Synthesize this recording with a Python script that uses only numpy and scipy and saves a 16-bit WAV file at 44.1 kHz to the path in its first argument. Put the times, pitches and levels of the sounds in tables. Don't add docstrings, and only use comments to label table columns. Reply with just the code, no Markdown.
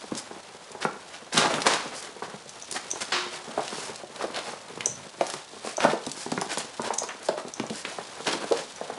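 import sys
import numpy as np
from scipy import signal
from scipy.fft import rfft, irfft, next_fast_len
from scipy.io import wavfile
from scipy.ndimage import map_coordinates

SR = 44100
rng = np.random.default_rng(int(sys.argv[2]) if len(sys.argv) > 2 else 0)


def log_audio(samples):
    frames = np.atleast_2d(samples).T
    limited = np.clip(frames, -1, 1)
    pcm = np.round(limited * 32767).astype(np.int16)
    wavfile.write(sys.argv[1], SR, pcm)


N = 396013


def amp(db):
    return 10 ** (np.asarray(db) / 20)


def unit(x):
    return x / np.sqrt(np.mean(x ** 2) + 1e-20)


def along(points, hz):
    freqs, values = np.transpose(points)
    return np.interp(np.log(hz + 1), np.log(freqs + 1), values)


def filtered(x, response):
    size = next_fast_len(len(x) + 4096)
    return irfft(rfft(x, size) * response(np.fft.rfftfreq(size, 1 / SR)), size)[:len(x)]


def coloured(x, tone):
    return unit(filtered(x, lambda hz: amp(along(tone, hz))))


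def add(track, at, sound):
    start = max(round(at * SR), 0)
    part = track[start:start + len(sound)]
    part += sound[:len(part)]


def seconds(length):
    return np.arange(int(length * SR)) / SR


def fade(t, fade_s):
    return amp(-60 * t / fade_s)


def press(t, contact_s):
    return (t / contact_s) ** 2 * np.exp(2 - 2 * t / contact_s)


def grainy(per_s, depth_db):
    jumps = rng.standard_normal(int(N * per_s / SR) + 4)
    grip = np.clip(map_coordinates(jumps, [np.arange(N) * per_s / SR], order=1), -2, 2)
    return rng.standard_normal(N) * amp(depth_db * grip)


# frequency in Hz, level in dB.
HOUSE_TONE = [(20, -8), (60, 5), (120, 3), (300, -28), (2000, -39)]


def house_rumble():
    return amp(-66) * coloured(rng.standard_normal(N), HOUSE_TONE)


# frequency in Hz, fade time in seconds.
ROOM_FADES = [(120, 0.23), (400, 0.29), (1000, 0.49), (3000, 0.32), (7000, 0.31), (11000, 0.19)]


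def kitchen_echo(x):
    out, hop = np.zeros(N), SR // 4
    for start in range(0, N, hop):
        piece = x[start:start + hop]
        hz, t, bands = signal.stft(rng.standard_normal(SR * 3 // 4), SR, nperseg=256)
        bands = bands * fade(t, along(ROOM_FADES, hz)[:, None])
        tail = signal.istft(bands, SR, nperseg=256)[1]
        add(out, start / SR + .005, signal.fftconvolve(piece, tail / np.linalg.norm(tail)))
        for delay_s in rng.uniform(.001, .006, size=3):
            add(out, start / SR + delay_s, 0.29 * piece)
    return out


# time in seconds, level of padding feet in dB, level of rustle in dB.
BUSTLE = [(0.0, -44.5, -45.5), (0.55, -47, -49.5), (1.35, -49, -49), (1.55, -29, -38), (2.03, -45, -49.5),
          (2.55, -48, -45.5), (3.18, -42.5, -40.5), (3.33, -45, -46.5), (3.8, -38, -38), (4.05, -47, -48),
          (4.32, -41.5, -46.5), (5.25, -48, -47.5), (6.38, -44.5, -42.5), (7.43, -46.5, -48.5),
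          (8.25, -44.5, -42), (8.43, -34.5, -40.5), (8.65, -50, -43), (8.98, -41, -46.5)]
# frequency in Hz, level in dB.
PADDING_TONE = [(25, -29), (60, -12), (110, -13), (160, -2.5), (300, -3.5), (480, 1), (900, 0.5),
                (1500, -4), (2500, -9), (6000, -23)]
RUSTLE_TONE = [(500, -10), (1800, -3), (3600, 4.5), (6500, 1), (9000, -2.5), (11000, -7.5)]


def milling():
    times, padding_db, rustle_db = np.transpose(BUSTLE)
    t = np.arange(N) / SR
    padding = coloured(grainy(per_s=55, depth_db=2.6), PADDING_TONE)
    rustle = coloured(grainy(per_s=260, depth_db=3.0), RUSTLE_TONE)
    return (amp(np.interp(t, times, padding_db) - .5) * padding
            + amp(np.interp(t, times, rustle_db) - 2) * rustle)


def faint_steps():
    times, padding_db, _ = np.transpose(BUSTLE)
    steps_per_s, pitch_spread = 6, 0.2
    steps, ticks = [], []
    for i, (late, soft_paw, soft_claw, paw_pitch, claw_pitch) in enumerate(rng.standard_normal((200, 5))):
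        at = (i + late / 2) / steps_per_s
        if 0 < at < N / SR:
            slap_db = np.interp(at, times, padding_db) + 9 - 0.5 * soft_paw
            tick_db = slap_db - 10 - 0.5 * soft_claw
            steps.append((at, slap_db, 930 * np.exp(pitch_spread * paw_pitch), slap_db - 2))
            ticks.append((at + 0.022, tick_db, 4700 * np.exp(pitch_spread * claw_pitch)))
    return steps, ticks


# frequency in Hz, level in dB.
RUB_TONE = [(60, -32), (120, 0), (170, -3), (260, -10), (600, -32)]


def body_rub(start_s=4.7, length_s=0.4):
    swell = np.zeros(N)
    add(swell, start_s, np.sin(np.pi * seconds(length_s) / length_s))
    return amp(-45.5) * swell * coloured(rng.standard_normal(N), RUB_TONE)


# start in seconds, level in dB, fade time in seconds, treble limit in Hz.
FAR_BUMPS = [(1.374, -22, 0.42, 6900), (1.666, -27.5, 0.73, 6500), (3.12, -23, 0.51, 5100),
             (5.846, -32, 0.12, 2970), (7.088, -34, 0.23, 2820), (7.849, -31, 0.067, 3980),
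             (8.269, -33, 0.18, 5000)]
# frequency in Hz, level in dB.
CLATTER_TONE = [(50, -35), (160, -10), (300, -2.5), (550, -5), (1040, 6), (1700, 2), (2500, 1.5), (4500, 0),
                (11000, -2)]
# start in seconds, pitch in Hz, level in dB, fade time in seconds.
PANEL_HUM = [(3.12, 361, -35, 1.14)]


def bumps():
    out, t = np.zeros(N), seconds(0.51)
    for at, db, fade_s, limit_hz in FAR_BUMPS:
        clatter = coloured(rng.standard_normal(len(t)), CLATTER_TONE)
        clatter = unit(filtered(clatter, lambda f: 1 / np.sqrt(1 + (f / limit_hz) ** 7)))
        rise = 1 - np.exp(-t / 0.00089)
        add(out, at, amp(db + 2) * rise * fade(t, fade_s) * clatter)
    t = seconds(1)
    for at, hz, db, fade_s in PANEL_HUM:
        rise = 1 - np.exp(-t / 0.0041)
        add(out, at, amp(db) * rise * fade(t, fade_s) * np.sin(2 * np.pi * hz * t))
    return out


# start in seconds, level in dB.
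METAL_TOUCHES = [(2.624, -28.5), (2.906, -26), (2.914, -15.5), (4.858, -26), (4.8596, -9.5), (5.77, -21),
                 (6.937, -28), (6.9835, -25), (6.9864, -13), (7.089, -30), (7.539, -24.5), (7.666, -33),
                 (8.761, -34)]
# frequency in Hz, level in dB.
METAL_TONE = [(2200, -34), (3800, -17), (4600, -25), (5400, -13), (5800, 0), (6200, 1), (6450, -9),
              (6850, -4), (7500, -13), (8400, -14), (9000, -23), (11000, -22)]


def clinks():
    out, t = np.zeros(N), seconds(0.098)
    rattle = press(t, 0.0012) + 0.052 * fade(t, 0.16)
    for at, db in METAL_TOUCHES:
        chink = coloured(rattle * rng.standard_normal(len(t)), METAL_TONE)
        add(out, at - .001, amp(db - 19.5) * chink)
    return out


# rough start and length in seconds, level in dB, brightness in dB.
SLIDES = [(0.169, 0.034, -41.5, 7), (0.812, 0.045, -38.5, -2), (1.115, 0.08, -49.5, -2.5),
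          (1.33, 0.047, -34, -1.5), (1.365, 0.021, -32.5, -4.5), (1.399, 0.082, -33.5, -9.5),
          (1.501, 0.027, -35, -6), (1.66, 0.025, -26.5, -6.5), (1.697, 0.075, -33, -5),
          (1.946, 0.073, -50, 6.5), (2.025, 0.057, -46, -1.5), (2.229, 0.04, -45.5, -6),
          (2.746, 0.037, -35.5, -1), (3.008, 0.026, -34.5, 2), (3.32, 0.068, -45, -0.5),
          (3.75, 0.16, -51.5, 7), (4.199, 0.058, -41.5, -5), (4.345, 0.074, -42, -5.5),
          (4.434, 0.11, -46.5, -1.5), (5.22, 0.2, -46, -0.5), (5.642, 0.097, -44.5, 1),
          (5.804, 0.045, -36, -5.5), (5.84, 0.032, -33.5, -11), (5.878, 0.061, -39.5, -4.5),
          (6.17, 0.1, -47, 6), (6.499, 0.057, -36, -0.5), (6.581, 0.05, -40, 0), (6.839, 0.057, -39, -3),
          (7.242, 0.043, -51, 7), (7.375, 0.034, -42.5, -4.5), (7.738, 0.091, -47, 5.5),
          (7.869, 0.1, -46.5, -2), (8.264, 0.037, -32.5, -4.5), (8.292, 0.074, -39, -5.5),
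          (8.548, 0.09, -42, -4)]
# frequency in Hz, level in dB.
DRAG_TONE = [(40, -26), (110, -7), (170, 1.5), (320, 8), (700, 12), (1200, 5.5), (1800, 3), (4000, -63)]
RASP_TONE = [(600, -15), (1500, 0), (2500, -2), (4300, -3.5), (6000, -12), (11000, -41)]
HISS_TONE = [(2500, -28), (5000, -3.5), (6500, -5.5), (8500, -6), (11000, -11.5)]


def scuffs():
    drag, rasp, hiss = np.zeros((3, N))
    for at, length, db, bright_db in SLIDES:
        t = seconds(1.34 * length)
        stroke = np.abs(np.sin(np.pi * t / t[-1]))
        for track, part_db in ((drag, db - bright_db), (rasp, db + 2.5), (hiss, db + bright_db + 3)):
            add(track, at - length / 4, amp(part_db) * stroke)
    return (drag * coloured(grainy(per_s=170, depth_db=2.1), DRAG_TONE)
            + rasp * coloured(grainy(per_s=350, depth_db=4.2), RASP_TONE)
            + hiss * coloured(grainy(per_s=350, depth_db=3.6), HISS_TONE))


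# start in seconds, level in dB, pitch in Hz.
CLAW_TICKS = [(0.1513, -32, 4180), (0.7174, -37, 7000), (1.378, -11.5, 4260), (1.5406, -22, 3020),
              (1.6194, -22, 4000), (1.667, -19, 3880), (1.6722, -15, 3700), (1.7372, -21, 4500),
              (2.0265, -33, 6420), (2.4936, -34.5, 6700), (2.7132, -26, 6760), (2.7255, -27, 6900),
              (3.6798, -29, 3200), (3.959, -32.5, 4770), (4.1612, -35.5, 4300), (4.345, -31, 2900),
              (4.3621, -30, 4000), (4.3888, -29.5, 3000), (4.8076, -25.5, 2760), (5.2101, -26.5, 2400),
              (5.2678, -31, 6200), (5.3007, -26.5, 5570), (5.3382, -31, 4540), (5.6733, -34, 3500),
              (5.805, -25, 2360), (5.8417, -25, 2170), (5.852, -33, 2900), (6.066, -28, 5650),
              (6.0958, -35, 5300), (6.1165, -26, 7300), (6.3177, -26, 5150), (6.3767, -33, 1890),
              (6.414, -23.5, 6430), (6.5736, -28.5, 3700), (6.5832, -22, 8200), (6.819, -32, 7000),
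              (6.9395, -26, 6000), (7.0338, -29, 5440), (7.23, -36, 6000), (7.2864, -26.5, 4260),
              (7.483, -36.5, 6500), (7.5978, -28.5, 2600), (7.6993, -30, 3600), (7.851, -28.5, 2200),
              (8.2704, -23, 3500), (8.3288, -22.5, 4220), (8.523, -27, 3930), (8.5737, -31, 5200)]


def claws(faint_ticks):
    out, t = np.zeros(N), seconds(0.045)
    grit_fade = fade(t, 0.019) + 0.1 * fade(t, 0.2)
    for at, db, hz in list(CLAW_TICKS) + faint_ticks:
        snap = np.sin(2 * np.pi * hz * t) * np.exp(-1.33 * hz * t)
        noise = rng.standard_normal(len(t))
        grit = unit(filtered(noise, lambda f: 1 / (1 + (0.66 * (f / hz - hz / (f + 1))) ** 2)))
        add(out, at, amp(db + 14) * snap + amp(db - 0.5) * grit * grit_fade)
    return out


def thump(t, hz, contact_s, rough):
    sagging_hz = hz * (0.805 + 0.29 * np.exp(-t / contact_s / 2))
    phase = 2 * np.pi * np.cumsum(sagging_hz) / SR
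    band = lambda f: f ** 3 / (f ** 3 + (0.82 * hz) ** 3) / (1 + (f / (1.54 * hz)) ** 4)
    patter = unit(filtered(rng.standard_normal(len(t)), band))
    note = press(t, contact_s) * np.sin(phase + rng.uniform(0, 2 * np.pi))
    return note + rough * press(t, 2.05 * contact_s) ** 0.51 * patter


# pitch in Hz, level in dB, fade time in seconds.
FLOOR_NOTES = [(158, -16.5, 0.14), (232, -0.5, .042), (325, -7.5, 0.051)]


def footfall(slap_db, hz, thud_db):
    t = seconds(.12)
    contact_s = 1.38 / hz
    spot = np.exp(0.077 * rng.standard_normal(len(FLOOR_NOTES) + 1))
    thud = np.zeros(len(t))
    for (note_hz, db, fade_s), detune in zip(FLOOR_NOTES, spot):
        phase = 2 * np.pi * note_hz * detune * t + rng.uniform(0, 2 * np.pi)
        thud += amp(db) * fade(t, fade_s) * np.sin(phase)
    thud *= (1 - np.exp(-t / 0.0024)) ** 2
    slap = thump(t, hz, 0.9 * contact_s, rough=0.29)
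    knock = thump(t, 471.6 * spot[-1], 0.0014 + contact_s, rough=0.099)
    knock_db = -9 + 0.51 * slap_db + 0.23 * thud_db
    return amp(slap_db - 2.5) * slap + amp(knock_db) * knock + amp(thud_db + 5.5) * thud


# start in seconds, slap level in dB, slap pitch in Hz, thud level in dB.
PAW_STEPS = [(0.039, -29, 675, -35), (0.119, -25.5, 900, -19.5), (0.311, -27, 774, -36.5),
             (0.75, -25.5, 716, -38), (0.8504, -10.5, 1000, -20.5), (1.345, -30, 800, -23),
             (1.380, -22, 1205, -16), (1.4585, -18, 1010, -22), (1.666, -6, 1140, -33),
             (1.681, -15, 880, -46), (2.164, -36, 700, -41), (2.222, -20.5, 890, -34),
             (2.3415, -34, 900, -35.5), (2.958, -26, 840, -50), (3.477, -33, 900, -36),
             (3.577, -11.5, 680, -27.5), (3.593, -17, 750, -53), (3.894, -29, 890, -31),
             (4.035, -27.5, 615, -40), (4.210, -19, 1080, -47), (4.24, -15, 533, -33),
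             (4.488, -27, 850, -41), (4.534, -25, 776, -44), (4.774, -29, 1070, -31),
             (4.863, -23.5, 580, -39), (5.2098, -9.5, 667, -35), (5.338, -23.5, 1000, -36),
             (5.646, -26, 664, -37), (5.670, -24, 715, -33.5), (5.780, -15.5, 666, -43),
             (5.841, -15, 1280, -29), (5.8487, -5, 780, -15.5), (5.884, -18, 930, -25),
             (5.933, -15, 479, -26.5), (6.0685, -24.5, 825, -22), (6.263, -24.5, 860, -26),
             (6.320, -17, 790, -19), (6.378, -15.5, 1100, -23.5), (6.4185, -15.5, 870, -41),
             (6.5735, -18, 1010, -28.5), (6.7955, -19, 960, -24.5), (6.846, -26, 1100, -32),
             (6.8726, -20, 720, -34), (6.905, -14, 910, -41), (7.018, -22, 705, -39),
             (7.036, -21.5, 1010, -34), (7.2877, -8.5, 620, -30), (7.377, -21, 660, -46),
             (7.449, -31, 855, -31.5), (7.598, -20, 1010, -20.5), (7.6376, -25.5, 850, -32),
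             (7.704, -29, 496, -23), (7.985, -21.5, 804, -38), (8.203, -25.5, 880, -36),
             (8.276, -29, 900, -23), (8.344, -29, 1030, -26.5), (8.441, -24, 700, -29),
             (8.511, -12.5, 453, -39), (8.5196, -11, 520, -37), (8.8127, -20.5, 686, -32),
             (8.899, -20, 750, -36)]


def paws(light_steps):
    out = np.zeros(N)
    for at, slap_db, hz, thud_db in list(PAW_STEPS) + light_steps:
        add(out, at - .0003, footfall(slap_db, hz, thud_db))
    return out


def scene():
    house = house_rumble()
    bustle = milling() + body_rub()
    metal, slides, clatter = clinks(), scuffs(), bumps()
    light_steps, light_ticks = faint_steps()
    feet, ticks = paws(light_steps), claws(light_ticks)
    echo = kitchen_echo(amp(-7) * (feet + metal) + amp(-8) * (ticks + slides) + amp(-14) * clatter)
    return (feet + ticks + metal + slides + clatter + echo + bustle + house)[None]


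def record(dry):
    bass_hz, top_hz, ceiling = 95, 11150, 0.75
    thin = filtered(dry[0], lambda hz: hz ** 2 / np.hypot(hz ** 2, bass_hz ** 2) * 0.91 + 0.065)
    limited = thin / (1 + np.abs(thin / ceiling) ** 4) ** .25
    return filtered(limited, lambda hz: 1 / (1 + (hz / top_hz) ** 200))[None]


dry = scene()
out = record(dry)
log_audio(out)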